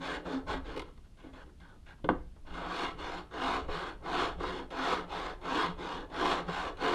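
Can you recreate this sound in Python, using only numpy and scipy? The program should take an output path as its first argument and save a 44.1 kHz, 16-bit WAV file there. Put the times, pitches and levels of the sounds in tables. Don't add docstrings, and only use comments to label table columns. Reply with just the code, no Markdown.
import sys
import numpy as np
from scipy import signal
from scipy.fft import rfft, irfft
from scipy.io import wavfile
from scipy.ndimage import uniform_filter1d

SR = 44100
rng = np.random.default_rng(int(sys.argv[2]) if len(sys.argv) > 2 else 0)


def field_ratio(decibels):
    return 10 ** (np.asarray(decibels, dtype=float) / 20)


def master(y):
    cut = np.clip(np.atleast_2d(y).T, -1, 1)
    pcm = np.round(cut * 32767)
    wavfile.write(sys.argv[1], SR, pcm.astype(np.int16))


N = 306054
HZ = np.fft.rfftfreq(N, 1 / SR)


def evened(x):
    return x / np.sqrt(np.mean(x ** 2) + 1e-20)


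def read(points, hz):
    f, value = np.transpose(points)
    return np.interp(np.log(hz + 1), np.log(f + 1), value)


def coloured(points):
    spectrum = rfft(rng.standard_normal(N))
    return evened(irfft(spectrum * field_ratio(read(points, HZ)), N))


def smoothed(x, size, axis=-1):
    return uniform_filter1d(uniform_filter1d(x, size=size, axis=axis), size=size, axis=axis)


def ring(modes, sense=-1, rise_cycles=0.011):
    hz, width_hz, db = np.transpose(modes)[:, :, None]
    t = np.arange(SR // 3) / SR
    turn = sense ** np.arange(len(modes))[:, None]
    swing = (1 - np.exp(-hz * t / rise_cycles)) ** 2 * np.exp(-np.pi * width_hz * t)
    tick = (turn * field_ratio(db) * width_hz * swing * np.sin(2 * np.pi * hz * t)).sum(0)
    return tick / np.linalg.norm(tick)


# (frequency [Hz], width [Hz], level [dB])
BED_MODES = [(181, 48, -12), (269, 58, -11.5), (302, 16.4, -0.5), (365.4, 17.3, 1), (431.8, 15.3, -1.5),
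             (492.7, 42, -3.5)]
BODY_MODES = [(665, 29.5, -0.07), (709, 56, -0.18), (748, 31, 1.8), (807, 43, -1.6), (923.6, 21.3, 0.71),
              (953, 42, 2), (1035, 52, 1.5), (1137, 52, 0.76), (1235, 37.5, -0.38), (1320, 36, 0.39)]
SOLE_MODES = [(1465, 86, 2), (1601, 98, 0.5), (1712, 23, -2.5), (1749, 47, -5.5), (1927, 34, -7)]
IRON_MODES = [(2114, 126, -0.5), (2497, 210, -5), (2845, 136, -2), (3033, 143, -4), (3286, 37, 0.5),
              (3440, 110, -2), (3737, 460, -6.5), (4346, 152, -6), (4560, 140, -11), (4720, 240, -13),
              (5160, 460, -17), (5750, 220, -18), (6140, 490, -21.5), (7300, 560, -23), (7370, 63, -18.5),
              (8000, 490, -30), (8560, 210, -24.5), (9100, 590, -28.5), (10260, 2900, -37),
              (12700, 1500, -57)]
HEEL_MODES = [(596, 150, -1), (827, 50, 2), (894, 147, -2)]


def strokes():
    edge_db = -15
    body, bed, iron = catches()
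    torn = fibres()
    caught = [body, bed, field_ratio(-8.5) * body, iron, field_ratio(-13) * bed]
    forces = (rubbing() + caught) * torn
    objects = (BODY_MODES, BED_MODES, SOLE_MODES, IRON_MODES, HEEL_MODES)
    parts = [signal.oaconvolve(force, ring(modes))[:N] for force, modes in zip(forces, objects)]
    sharp = np.diff(ring(IRON_MODES), n=2)
    sharp = sharp / np.linalg.norm(sharp)
    return sum(parts) + signal.oaconvolve(field_ratio(edge_db) * iron * torn, sharp)[:N]


def fibres():
    fibres_per_s, spread_db = 6000, 2.5
    grip_db, chatter_db, patch_db = 1.9 - 1.3, 0.8, 1.9
    size = field_ratio(spread_db * np.minimum(rng.exponential(1, N), 5)) * rng.choice([-1., 1.], N)
    ticks = size * (rng.random(N) < fibres_per_s / SR)
    grip = evened(smoothed(rng.standard_normal(N), 900))
    chatter = evened(smoothed(rng.standard_normal(N), 150))
    ticks = ticks * field_ratio(grip_db * grip + chatter_db * chatter)
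    z = signal.stft(ticks, nperseg=1024, noverlap=768)[2]
    patches = smoothed(smoothed(rng.standard_normal(z.shape), 5, axis=0), 12, axis=1)
    z = z * field_ratio(patch_db * evened(patches))
    return evened(signal.istft(z, nperseg=1024, noverlap=768)[1][:N])


# (start [s], length [s], body at full speed [dB], share of way to full speed [0-1],
# bed above body [dB])
PUSHES = [
    (2.47, 0.53, -37.5, 0.76, -5.5),
    (3.27, 0.43, -34.5, 0.54, -6.5),
    (3.986, .414, -33.5, 0.52, -5.5),
    (4.672, 0.43, -33.5, 0.5, -5.5),
    (5.384, 0.4, -33, 0.46, -4.5),
    (6.066, .43, -31.5, 0.52, -4),
    (6.742, 0.35, -33, 0.33, -2),
]
PULLS = [
    (2.949, 0.35, -43.5, 0.35, -2.5),
    (3.652, 0.35, -41.5, 0.35, -5),
    (4.362, 0.35, -43.5, 0.29, 2.5),
    (5.058, 0.36, -42, 0.34, -2.5),
    (5.748, .36, -43, 0.36, 2),
    (6.445, 0.34, -38.5, 0.37, -5.5),
]
# (start [s], length [s], body [dB], bed above body [dB],
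# brightness [dB])
TRIMS = [
    (-.015, 0.28, -43, 2, 3),
    (.228, 0.24, -44, 3, -1),
    (.452, 0.19, -39, -1, 1),
    (.625, 0.23, -50.5, 7, 0.8),
    (2.435, 0.26, -55, 1.5, 0.5),
]
SHIFTS = [(.83, .11, -60, 1.5, -7), (1.03, .07, -71, -2, 1.5), (1.16, .12, -66, -4, 0),
          (1.232, .11, -64, 6, -3), (1.322, .15, -58.5, 0, -1.5), (1.46, .08, -70, 6, -3),
          (1.59, .16, -67, 0, 1), (1.7, .1, -71, 5, -3), (1.85, .12, -64, -3, 5), (1.97, .06, -72, 3, -3),
          (2.347, .06, -68, 3, -5)]
# (bite [s], lift [s], start below full speed [dB], end below full speed [dB])
PUSH_MOTION = (0.07, 0.16, -19.5, -5)
PULL_MOTION = (0.04, 0.1068, -12.5, -15)
TRIM_MOTION = (0.03, 0.1268, -7, -13)
SHIFT_MOTION = (.012, .045, -5, -8)
# (sole, iron, heel above body [dB]; bed, sole, iron gain from start to end [dB])
PUSH_MIX = (-6, -6.5, -14.5, 3, 3, 6)
PULL_MIX = (-4, -4.5, -8.5, 8.5, 6.5, 1.5)
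TRIM_MIX = (-2, -4, -2, 6, 3, -0.5)
SHIFT_MIX = (1.5, -4, -4, 0, 2, 0)
SPEED_EXPONENTS = (0.66, 1.16, 1.21, 0.4)


def rubbing():
    trim_top, shift_top = 0.57, 0.35
    t, gains = np.arange(N) / SR, np.zeros((5, N))
    exponents = np.array([1, *SPEED_EXPONENTS])[:, None]
    pushes, pulls = [[(*row, 0) for row in rows] for rows in (PUSHES, PULLS)]
    trims = [(*row[:3], trim_top, *row[3:]) for row in TRIMS]
    shifts = [(*row[:3], shift_top, *row[3:]) for row in SHIFTS]
    kinds = [(pushes, PUSH_MOTION, PUSH_MIX), (pulls, PULL_MOTION, PULL_MIX),
             (trims, TRIM_MOTION, TRIM_MIX), (shifts, SHIFT_MOTION, SHIFT_MIX)]
    for rows, (bite_s, lift_s, start_db, end_db), (sole_db, iron_db, heel_db, *lean_db) in kinds:
        for start, length, db, top, bed_db, bright_db in rows:
            on = (t > start) & (t < start + length)
            way = (t[on] - start) / length
            top = np.clip(top, .05, .95)
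            gathering_db = start_db * (1 - way / top) ** 2
            slowing_db = end_db * ((way - top) / (1 - top)) ** 2
            slow_db = np.where(way < top, gathering_db, slowing_db)
            bite = np.minimum(way * length / bite_s, 1)
            lift = np.minimum((1 - way) * length / lift_s, 1)
            speed = ((bite * lift) ** 2 * field_ratio(slow_db)) ** exponents
            share_db = np.array([0, bed_db, sole_db + bright_db, iron_db + bright_db, heel_db])
            lean = np.outer([0, *lean_db, 0], way - .5)
            gains[:, on] += field_ratio(db + share_db[:, None] + lean) * speed
    return gains


# (time [s], body [dB], bed [dB], iron [dB], length [ms])
CATCHES = [(0.253, -37.5, -54, -73, 5.5), (.472, -68, -48, -69, 7.9), (0.76, -49, -30, -43.5, 8),
           (.774, -50, -48, -41, 5.9), (0.793, -41, -48, -38, 7.9), (.817, -43.5, -40, -46, 6.4),
           (0.974, -58, -54, -60, 5.5), (1.235, -63, -45, -70, 8.9), (1.325, -63.5, -58, -64.5, 21),
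           (1.458, -77, -53, -66, 8.5), (1.599, -63.5, -70, -63, 7.1), (1.858, -72, -76, -73, 6.9),
           (2.045, -42, -46, -52, 8.6), (2.088, -38, -27, -54, 26), (3.309, -57, -57, -65, 10),
           (3.682, -41, -31.5, -67, 7.1), (4.397, -47, -46, -77, 19), (4.435, -32, -34, -65, 7),
           (4.702, -48, -46, -53, 39), (5.412, -63, -52, -58, 28), (5.78, -56, -50, -80, 7.4),
           (6.097, -63, -69, -59, 4.5), (6.482, -35, -37, -70, 9.8), (6.769, -55, -59, -50, 8.1)]


def catches():
    gains, t = np.zeros((3, N + SR)), np.arange(SR // 4) / SR
    for s, *levels_db, ms in CATCHES:
        at = round(s * SR)
        fade = np.exp(-1000 * t / ms) * np.minimum(t * 700, 1)
        gains[:, at:at + len(t)] += field_ratio(np.array(levels_db))[:, None] * fade
    return gains[:, :N]


# (time [s], level [dB])
LOW_SWELLS = [(.01, -50), (.13, -53), (.28, -49), (.58, -54), (1.63, -57.5), (2.53, -55), (2.6, -53),
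              (2.7, -53), (2.95, -54), (3.19, -53), (3.77, -47), (4.39, -48), (4.52, -54), (4.97, -54),
              (5.06, -53), (5.16, -52), (5.299, -58), (5.47, -54.5), (5.7, -40), (5.84, -52), (6.29, -53),
              (6.41, -48), (6.5, -40), (6.6, -55), (6.85, -68)]
HIGH_SWELLS = [(.01, -46.5), (.12, -53), (.36, -32.5), (.58, -42), (.76, -59), (1.27, -52.5), (1.35, -56),
               (2.58, -57), (2.87, -53), (3.45, -40), (3.59, -47.5), (4.2, -50), (4.47, -60), (4.61, -53),
               (4.81, -40.5), (5.53, -42), (5.83, -61), (6.2, -49), (6.3, -57), (6.85, -46)]


def hums():
    board_hz, wander_hz = (173.4, 265.8), 4.84
    hum_db = (-20.5, -15.5)
    swell_half_width_s = (0.033, 0.039)
    wander = evened(smoothed(rng.standard_normal((2, N)), 900, axis=1))
    hz = np.array(board_hz)[:, None] + wander_hz * wander
    t = np.arange(N) / SR
    gains = np.outer(field_ratio(np.array(hum_db)), rubbing()[1])
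    for gain, rows, width_s in zip(gains, (LOW_SWELLS, HIGH_SWELLS), swell_half_width_s):
        gain += sum(field_ratio(db) / (1 + ((t - s) / width_s) ** 2) ** 2 for s, db in rows)
    phase = 2 * np.pi * np.cumsum(hz, axis=1) / SR
    return (np.sqrt(2) * gains * np.sin(phase)).sum(0)


# (time [s], body [dB], bed [dB], iron [dB])
SET_DOWN = [
    (2.0432, -38, -24.5, -40),
    (2.0452, -32, -26.5, -50),
    (2.089, -9.5, -27, -34),
    (2.0986, -24, -20.5, -46),
]
# (frequency [Hz], width [Hz], level [dB])
STRUCK_BODY = [(570, 140, 1), (689, 166, 4), (960, 82, -0.5), (990, 330, -4), (1049, 71, 2.5),
               (1124, 81, 0.5), (1320, 95, -5), (1502, 62, 3), (1530, 34, -3), (2120, 140, -7.5)]
STRUCK_BED = [(163, 8.3, -0.5), (198, 22, -1), (258, 14, 11), (296.6, 14, 10), (359, 6.8, 3), (424, 28, 2),
              (521, 36, 2)]
STRUCK_IRON = [(2130, 35, -2), (2540, 60, -6), (2820, 52, 3), (3150, 53, 2), (3220, 52, 2), (3440, 79, 5),
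               (4200, 130, -4), (4800, 200, -18), (5400, 300, -21)]


def knocks():
    out = np.zeros(N)
    objects = [(STRUCK_BODY, .9), (STRUCK_BED, .3), (STRUCK_IRON, .8)]
    rings = [ring(modes, sense=0.85, rise_cycles=rise) for modes, rise in objects]
    for s, *levels_db in SET_DOWN:
        at = round(s * SR)
        blow = sum(field_ratio(db) * x / abs(x).max() for x, db in zip(rings, levels_db))
        out[at:at + len(blow)] += blow
    return out


# (frequency [Hz], t60 [s])
SHOP_T60 = [(150, 0.19), (400, 0.33), (1000, 0.29), (3000, 0.37), (8000, 0.098)]


def shop(x):
    taps = np.zeros(SR // 2)
    at = np.arange(300, SR // 2 - 20, 20)
    taps[at + rng.integers(0, 20, len(at))] = rng.choice([-1., 1.], len(at))
    hz, t, z = signal.stft(taps, SR, nperseg=256)
    decay = field_ratio(-60 * t / read(SHOP_T60, hz)[:, None])
    tail = signal.istft(z * decay, SR, nperseg=256)[1]
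    return signal.fftconvolve(x, tail / np.linalg.norm(tail))[:N]


# (time [s], level [dB])
RUMBLE = [(0.0, -57), (0.13, -51), (0.42, -49), (0.6, -40.5), (0.91, -53.5), (2.01, -54), (2.05, -40.5),
          (2.43, -53), (2.51, -43), (2.76, -55), (3.01, -46.5), (3.3, -55.5), (3.69, -39.5), (3.84, -52),
          (4.48, -41.5), (4.52, -49.5), (6.63, -49), (6.94, -50)]
# (frequency [Hz], level [dB per Hz])
RUMBLE_COLOUR = [(7.1, -27), (12, 5), (38, 0.5), (75, -3), (113, -28), (134, -24), (150, -12.5),
                 (200, -24.5), (330, -120)]


def rumble():
    s, db = np.transpose(RUMBLE)
    return field_ratio(np.interp(np.arange(N) / SR, s, db)) * coloured(RUMBLE_COLOUR)


# (frequency [Hz], level [dB per Hz])
AIR_COLOUR = [(35, -38), (60, -2), (162, -9), (263, -12.5), (501, -26), (646, -26.5), (912, -30),
              (2240, -35.5), (3100, -34), (7800, -42.5), (9370, -42), (12400, -49), (15500, -49)]


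def air():
    return field_ratio(-60) * coloured(AIR_COLOUR)


def scene():
    shop_db = -16.5
    work = strokes() + hums() + knocks()
    return (work + field_ratio(shop_db) * shop(work) + rumble() + air())[None]


def thinned(x):
    sparse_hz, keep_db, follow = 12800, 7.5, .5
    window = signal.windows.cosine(1280)
    hz, _, z = signal.stft(x, SR, window, nperseg=1280, noverlap=640)
    just_below = (hz > sparse_hz - 800) & (hz < sparse_hz)
    below = np.median(abs(z[just_below]), axis=0) + 1e-12
    quiet = np.percentile(below, 20)
    bar = field_ratio(keep_db) * quiet * (below / quiet) ** follow
    z = z * ((hz[:, None] < sparse_hz) | (abs(z) > bar))
    return signal.istft(z, SR, window, nperseg=1280, noverlap=640)[1][:N]


def low_pass(x):
    return signal.sosfilt(signal.butter(12, 15020, fs=SR, output="sos"), x)


def record(dry):
    mix = thinned(dry[0])[None]
    return low_pass(mix)


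dry = scene()
out = record(dry)
master(out)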